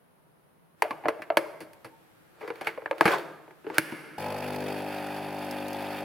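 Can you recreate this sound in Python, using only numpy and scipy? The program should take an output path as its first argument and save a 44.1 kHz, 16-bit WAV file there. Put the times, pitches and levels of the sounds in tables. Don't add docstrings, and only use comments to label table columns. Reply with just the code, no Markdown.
import sys
import numpy as np
from scipy import signal
from scipy.fft import rfft, irfft, next_fast_len
from scipy.io import wavfile
from scipy.ndimage import uniform_filter1d, minimum_filter1d, map_coordinates

SR = 44100
rng = np.random.default_rng(int(sys.argv[2]) if len(sys.argv) > 2 else 0)


def to_wav(s):
    ch = np.atleast_2d(s).T
    pcm = np.round(np.clip(ch, -1, 1) * 32767)
    wavfile.write(sys.argv[1], SR, pcm.astype(np.int16))


N = 266364

RING_DB, RING_Q, RING_MASKING = 10, 3, 0.36
REBOUND_S, REBOUND_DB, REBOUND_HARDNESS_DB = .018, -15.5, -5
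REBOUND_CAP_DB = -19.5
# start in seconds, relative level in dB, ring pitch in Hz,
# seconds for the chatter to fall 60 dB, hardness in dB, thud in dB.
PLASTIC_HITS = [(0.8217, -17, 856, 0.023, 7, -25), (0.848, -27.5, 673, 0.081, -23, -6),
                (0.908, -27, 1030, .044, -0.5, 8), (1.038, -38, 787, 0.038, -15, 4),
                (1.048, -35, 815, 0.046, -19, 13), (1.056, -20.5, 660, 0.051, -21, 1),
                (1.084, -19.5, 590, .037, 2, -2), (1.194, -40, 688, 0.028, -27, 12),
                (1.22, -37, 1830, 0.051, 8, 4), (1.3024, -18, 646, 0.024, -22, -15),
                (1.371, -13.5, 600, 0.029, 7, 1.5), (1.605, -41, 514, 0.13, 16, 19),
                (1.733, -58, 304, 0.018, 23, 4), (1.846, -41, 508, 0.12, 12.5, 17),
                (2.411, -39, 470, 0.095, 2, 0), (2.427, -32, 442, 0.16, -18, 1.5),
                (2.477, -33.5, 474, .088, 2.5, 4), (2.503, -28.5, 444, .033, -6.5, -2),
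                (2.611, -33, 750, 0.068, 8, 9), (2.671, -22.5, 1980, 0.069, 4.5, -2),
                (2.776, -32.5, 517, 0.027, -17.5, -9), (2.82, -39.5, 441, 0.042, -25, 4),
                (2.859, -25.5, 1720, .021, -13, -5), (2.9111, -21.5, 553, 0.018, -5.5, -29),
                (3.0094, -12.5, 690, 0.019, 1.5, 0.5), (3.055, -12, 198, 0.08, 3, -0.5),
                (3.0779, -20, 1530, 0.053, 5, 7), (3.107, -27.5, 1010, 0.056, -2, -2),
                (3.13, -21, 950, 0.13, -8, -15), (3.4789, -48, 459, 0.037, -13, 9),
                (3.508, -43.5, 375, 0.054, -9, 4), (3.6438, -41, 360, 0.064, -21, 9),
                (3.6664, -33, 420, 0.045, -15.5, 15), (3.7005, -32, 413, 0.03, -12, 13),
                (3.7828, 0, 1600, 0.016, 16.5, 10.5), (3.922, -22.5, 285, 0.053, -3, 18)]


def plastic_knocks():
    out = np.zeros((2, N))
    for s, db, ring_hz, chatter_t60, hardness_db, thud_db in PLASTIC_HITS:
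        band_dbs = db + blow_colour(ring_hz, hardness_db, thud_db)
        ring_db, width_hz = RING_DB - RING_MASKING * hardness_db, ring_hz / RING_Q
        direct = knock(chatter_t60, ring_hz, ring_db, width_hz, band_dbs, chatter_db=-16, housing_db=1.5)
        add(out, s, amp(-1) * spread(direct, side_db=-11))
        radiated = knock(chatter_t60, ring_hz, ring_db - 8, 0.76 * width_hz, band_dbs,
                         chatter_db=-29, housing_db=-2)
        add(out, s, amp(-12) * room(radiated[0], side_db=-7.5))
        softer = blow_colour(ring_hz, hardness_db + REBOUND_HARDNESS_DB, thud_db)
        settle_dbs = min(db, REBOUND_CAP_DB) + REBOUND_DB + softer
        rebound = knock(chatter_t60, ring_hz, ring_db, width_hz, settle_dbs, chatter_db=-14, housing_db=3)
        add(out, s + REBOUND_S, spread(rebound, side_db=-10))
    return out


# low edge in Hz, high edge in Hz.
HIT_BANDS = [(100, 400), (400, 1200), (1200, 3000), (3000, 6000), (6000, 16000)]
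# level in dB, share of the hardness, share of the thud.
HIT_EQ = [(-21, 0, 1), (-7, 0, 0), (-9, 0.34, 0), (-25.5, 0.8, 0.083), (-29.5, 1.2, 0)]


def blow_colour(ring_hz, hardness_db, thud_db, ring_lift_db=5.5):
    return np.array([db + hard * hardness_db + heavy * thud_db + ring_lift_db * (lo <= ring_hz < hi)
                     for (lo, hi), (db, hard, heavy) in zip(HIT_BANDS, HIT_EQ)])


HIT_FILTERS = [signal.butter(4, band, "band", fs=SR, output="sos") for band in HIT_BANDS]
# pitch in Hz, width in Hz, relative level in dB.
HOUSING_MODES = [(321.7, 38, 12.5), (446, 12.4, 4.5), (599, 47, 1), (857, 180, -1), (1684, 170, 6),
                 (2148, 360, 8.5), (4550, 550, 9), (10100, 2200, 10.5)]


def knock(chatter_t60, ring_hz, ring_db, ring_width_hz, band_dbs, chatter_db, housing_db):
    t = np.arange(SR // 6) / SR
    force = rng.standard_normal((2, len(t))) * amp(chatter_db - 60 * t / chatter_t60)
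    force[0, 0] += 1
    modes = [(hz, width, db + housing_db + rng.normal(0, 0.55)) for hz, width, db in HOUSING_MODES]
    housing = lambda f: 1 + sum(amp(db) * resonance(f, hz, width) for hz, width, db in modes)
    ring = filtered(force, lambda f: housing(f) + amp(ring_db) * resonance(f, ring_hz, ring_width_hz) ** 2)
    sound = 0
    for band, db in zip(HIT_FILTERS, band_dbs):
        part = signal.sosfilt(band, ring)
        energy = np.sum(part ** 2, axis=1, keepdims=True)
        sound = sound + amp(db) * part / np.sqrt(energy / (.01 * SR))
    return sound


PUMP_START_S, FIRST_STROKE_S, STROKE_HZ = 4.179, .006, 49.93
PUMP_DB, LOAD_LOSS_DB = -33.5, 3
SOAK_START_S, SOAK_S, DRY_PRESSURE, WET_PRESSURE = 4.325, 0.63, 0.29, 0.91
CATCH_S, CATCH_DB, CATCH_WIDTH_S = 4.405, -2, .035


def pump():
    t = np.arange(N) / SR
    pressure = np.interp(t, [SOAK_START_S, SOAK_START_S + SOAK_S], [DRY_PRESSURE, WET_PRESSURE])
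    load = pressure - DRY_PRESSURE
    falter_db = CATCH_DB * np.exp(-((t - CATCH_S) / CATCH_WIDTH_S) ** 2)
    effort_db = PUMP_DB - LOAD_LOSS_DB * load + falter_db
    phase = 2 * np.pi * np.cumsum(STROKE_HZ + 0.036 * wobble(8)) / SR
    phase = phase - np.interp(PUMP_START_S + FIRST_STROKE_S, t, phase) + np.pi
    stroke = -np.cos(phase) * np.maximum(1 - 0.91 * pressure, 0)
    buzz = amp(effort_db - 1) * piston_buzz(t, phase, pressure)
    rattle = amp(effort_db - 5.5 - 3 * load) * case_rattle(stroke)
    hiss = amp(effort_db - 8.5 + 0.5 * load) * water_hiss(stroke)
    ticks = amp(-48.5 - 10 * pressure) * valve_ticks(phase)
    switch_on = np.clip((t - PUMP_START_S) / 0.0018, 0, 1)
    return (buzz + rattle + hiss + ticks) * switch_on


# harmonic of the stroke rate, relative level in dB.
BUZZ_FREE = [(1, -49), (2, -8.5), (3, -8), (4, -11), (5, -7), (6, -14), (7, -10), (8, -11), (9, -10),
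             (10, -2.5), (11, -3), (12, -3), (13, -33), (14, -25), (15, -21), (16, -8), (17, 10),
             (18, -6.5), (19, -6), (20, 1), (21, -4), (22, -17.5), (23, -27), (24, -16), (25, -24),
             (26, 0.5)]
BUZZ_WETTING = [(1, -31), (2, -7), (3, 0), (4, -1.5), (5, 3.5), (6, 1.5), (7, -0.5), (8, 3.5), (9, 3),
                (10, 1), (11, -4), (12, 0), (13, -11), (14, -6), (15, -2), (16, 0), (17, -6.5), (18, -6),
                (19, -6), (20, -19), (21, -16), (22, -25), (23, -39), (24, -15), (25, -24), (26, -17)]
BUZZ_LOADED = [(1, -35), (2, -10), (3, -7), (4, -4), (5, -2.5), (6, 2.5), (7, -8), (8, -2), (9, -15.5),
               (10, -8), (11, 4.5), (12, -3.5), (13, -25), (14, 0), (15, -1.5), (16, 0), (17, -5),
               (18, -1.5), (19, -17), (20, -4), (21, -25), (22, -17), (23, -31), (24, -17), (25, -6.5),
               (26, -20)]


def piston_buzz(t, phase, pressure):
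    buzz = np.zeros((2, N))
    for (k, free_db), (_, wetting_db), (_, loaded_db) in zip(BUZZ_FREE, BUZZ_WETTING, BUZZ_LOADED):
        db = np.interp(pressure, [0, .65, 1], [free_db, wetting_db, loaded_db]) + 1.7 * wobble(3.786)
        lag = 23 * np.sqrt(k) + rng.normal() * (0.67 + 1.25 * pressure)
        stereo_phase = 0.22 * rng.normal() * np.array([[1], [-1]])
        buzz += amp(db) * np.sin(k * phase - lag + stereo_phase)
    return buzz / np.sqrt(np.mean(buzz[:, t > PUMP_START_S] ** 2))


# frequency in Hz, relative level in dB.
RATTLE_EQ = [(60, -26), (130, -26), (250, -8), (450, -10.5), (620, 0), (860, 1), (1050, -13.5), (1400, -89),
             (3000, -71)]


def case_rattle(stroke):
    return unit(noise(RATTLE_EQ, side_db=-24) * amp(5.4 * stroke))


# frequency in Hz, relative level in dB.
HISS_EQ = [(500, -27), (1100, 0.5), (1650, 7), (2100, 1.5), (2550, 7), (2950, -2), (3600, -2.5),
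           (4050, -15.5), (4400, -2), (4800, -7), (5900, -19), (8400, -19), (10300, -11.5), (16000, -18.5)]


def water_hiss(stroke):
    return unit(noise(HISS_EQ, side_db=-12.5) * amp(3.7 * stroke + 1.7 * wobble(45) + 0.72 * wobble(640)))


# frequency in Hz, relative level in dB.
CRACKLE_EQ = [(1500, -18), (3200, -7), (4700, 6.5), (7000, -7), (11000, 0.5), (16000, -4.5)]


def valve_ticks(phase, t60=0.028):
    since_tick = (phase + np.pi) % (2 * np.pi) / (2 * np.pi * STROKE_HZ)
    return unit(noise(CRACKLE_EQ, side_db=3.5) * amp(-60 * since_tick / t60 + 2.7 * wobble(50)))


def line_sputter(count, t60=0.02):
    t, bursts = np.arange(SR // 20) / SR, np.zeros(N)
    run_s = N / SR - PUMP_START_S - .01
    for when, softness in rng.random((count, 2)):
        add(bursts, PUMP_START_S + when * run_s, amp(-40 - 11 * softness - 6.9 * when - 60 * t / t60))
    return bursts * noise(CRACKLE_EQ, side_db=2)


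def cup_bubbles(count, start_s, span_s):
    t, bubbles = np.arange(SR // 20) / SR, np.zeros(N)
    for when, pitch, softness in rng.random((count, 3)):
        hz = 1400 * 3.5 ** pitch
        blip = np.sin(2 * np.pi * hz * t * (1 + 4 * t)) * np.exp(-t * hz / 7)
        add(bubbles, start_s + span_s * when, amp(-36 - 44 * softness) * blip)
    return bubbles


# start in seconds, relative level in dB.
SPIT_CUES = [(4.561, -29.5), (5.511, -25), (5.6824, -28), (5.731, -28), (5.822, -34)]


def spout_spits(t60=0.031):
    t, bursts = np.arange(SR // 20) / SR, np.zeros(N)
    for s, db in SPIT_CUES:
        add(bursts, s, amp(db - 11 - 60 * t / t60))
    return bursts * noise(CRACKLE_EQ, side_db=-7)


def lid_thump(s, hz, t60, db):
    t, out = np.arange(SR // 3) / SR, np.zeros((2, N))
    attack = (1 - np.exp(-t / 0.0015)) ** 2
    thump = amp(db - 60 * t / t60) * np.sin(2 * np.pi * hz * t) * attack
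    add(out, s, thump + amp(-17.5) * room(thump, side_db=-11)[:, :len(t)])
    return out


# frequency in Hz, relative level in dB.
RUB_EQ = [(88, -61), (150, -45), (321, -5), (998, -11), (1100, -8), (1630, -9), (2980, -24), (3620, -24),
          (10200, -42.5), (15100, -41), (16000, -85)]
# time of reaching full force in seconds,
# level in dB, hold in seconds, release in dB per second.
RUB_CUES = [(2.436, -54.5, 0.0076, 200), (2.47, -57, 0.0042, 250), (2.563, -57, 0.0046, 298),
            (2.675, -41, 0.0044, 300), (3.092, -28.5, 0.054, 328), (3.771, -38.5, 0.007, 894)]


def rubbing(swell_db_per_s=197, slips_per_s=110, slip_t60=0.017, rasp_db=-7.5):
    t = np.arange(N) / SR
    force = sum(amp(db - swell_db_per_s * np.maximum(s - t, 0) - release * np.maximum(t - s - hold, 0))
                for s, db, hold, release in RUB_CUES)
    slips = (rng.random(N) < slips_per_s / SR) * amp(3.7 * rng.standard_normal(N))
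    grains = signal.fftconvolve(slips, amp(-60 * t[:SR // 20] / slip_t60))[:N]
    rasp = amp(rasp_db) * unit(grains * noise(HISS_EQ, side_db=-5))
    friction = unit(noise(RUB_EQ, side_db=-8) * amp(1.17 * wobble(220)))
    slide = force * (friction + rasp)
    return slide + amp(-6) * room(slide[0], side_db=-10.5)[:, :N]


# time of the peak in seconds, level in dB.
SQUEAK_CUES = [(1.72, -57), (1.935, -54)]


def holder_squeaks(hz=910, rise_s=0.021, t60=0.23):
    t = np.arange(N) / SR
    level = sum(amp(db - 60 * np.maximum(t - s, 0) / t60) * np.exp(np.minimum(t - s, 0) / rise_s)
                for s, db in SQUEAK_CUES)
    return level * np.sin(2 * np.pi * np.cumsum(hz + 4 * wobble(60)) / SR)


# frequency in Hz, seconds to fall 60 dB.
REVERB_DECAY = [(150, 1.26), (400, 0.78), (1000, 0.94), (2500, 0.8), (6000, 0.74), (14000, 0.62)]
# frequency in Hz, gain in dB.
REVERB_EQ = [(70, -17), (110, -22), (150, 8.5), (220, -4.5), (330, 0.5), (600, 0), (1000, -6), (1400, -5),
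             (2200, -6.5), (3500, -7), (7500, -4.5), (11000, -2.5)]


def room(x, side_db):
    hz, t, spectra = signal.stft(rng.standard_normal((2, SR)), SR, nperseg=256)
    late = signal.istft(spectra * amp(-60 * t / along(REVERB_DECAY, hz)[:, None]), SR, nperseg=256)[1]
    t = np.arange(late.shape[1]) / SR
    late = late * (1 - np.exp(-t / 0.0036))
    early = rng.standard_normal(late.shape) * amp(-60 * t / 0.059) * (t > .004)
    tail = late / np.linalg.norm(late[0]) + amp(4) * early / np.linalg.norm(early[0])
    tail = filtered(tail, lambda f: amp(along(REVERB_EQ, f)))
    return signal.fftconvolve(x[None], spread(tail, side_db), axes=1)


# frequency in Hz, relative level in dB.
OPEN_AIR_EQ = [(12, -67), (20, -34), (113, -18.5), (158, -5), (187, -13), (270, -17.5), (499, -16.5),
               (825, -20.5), (923, -18.5), (1060, -21), (1150, -23), (1290, -23), (7730, -47.5),
               (9670, -34), (16000, -40.5)]
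KITCHEN_EQ = [(15, -55.5), (25, -23), (161, -1), (206, -7), (249, -9), (335, -1), (373, -8.5), (531, -5.5),
              (624, -12), (818, -7), (911, -13), (1400, -11.5), (6560, -31), (12900, -24), (16000, -33)]


def ambience(indoors_s=.75, fade_s=0.049):
    indoors = np.clip((np.arange(N) / SR - indoors_s) / fade_s, 0, 1)
    air = amp(-62.5) * noise(OPEN_AIR_EQ, side_db=0)
    kitchen = amp(-59) * noise(KITCHEN_EQ, side_db=0.5)
    return (1 - indoors) * air + indoors * kitchen


def amp(db):
    return 10 ** (np.asarray(db) / 20)


def unit(x):
    return x / np.sqrt(np.mean(x ** 2) + 1e-20)


def along(points, hz):
    f, v = np.transpose(points)
    return np.interp(np.log(hz + 1), np.log(f + 1), v)


def wobble(rate):
    knots = rng.standard_normal(int(N * rate / SR) + 4)
    return map_coordinates(knots, [np.arange(N) * rate / SR], order=1)


def filtered(x, response):
    n = x.shape[-1]
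    padded = next_fast_len(n + 8192)
    return irfft(rfft(x, padded) * response(np.fft.rfftfreq(padded, 1 / SR)), padded)[..., :n]


def resonance(f, hz, width):
    return 1j * f * width / (hz * hz - f * f + 1j * f * width)


def spread(pair, side_db):
    return pair[0] + amp(side_db) * np.array([pair[1], -pair[1]])


def noise(spectrum, side_db):
    coloured = filtered(rng.standard_normal((2, N)), lambda f: amp(along(spectrum, f)))
    return unit(spread(coloured, side_db))


def add(track, s, sound):
    start = min(round(s * SR), N - 1)
    track[..., start:start + sound.shape[-1]] += sound[..., :N - start]


# frequency in Hz, left minus right in dB.
MACHINE_PAN = [(100, 3.5), (400, 2.5), (700, 1.5), (1400, -1), (12000, -0.5)]


def scene():
    closing = plastic_knocks() + rubbing() + holder_squeaks()
    closing += lid_thump(s=3.054, hz=184, t60=0.038, db=-14)
    brewing = pump() + line_sputter(count=70)
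    brewing += cup_bubbles(count=70, start_s=4.95, span_s=1.05) + spout_spits()
    machine = filtered(closing + brewing, lambda f: amp(along(MACHINE_PAN, f) * np.array([[.5], [-.5]])))
    return machine + ambience()


def limiter(x, ceiling_db, recovery_db_per_s):
    over_db = np.maximum(20 * np.log10(np.abs(x).max(axis=0) + 1e-9) - ceiling_db, 0)
    ramp = recovery_db_per_s * np.arange(N) / SR
    cut_db = np.maximum.accumulate(over_db + ramp) - ramp
    return x * amp(uniform_filter1d(minimum_filter1d(-cut_db, size=33), size=33))


def record(dry):
    return filtered(limiter(dry, ceiling_db=-1.5, recovery_db_per_s=40), lambda f: f < 16200)


dry = scene()
out = record(dry)
to_wav(out)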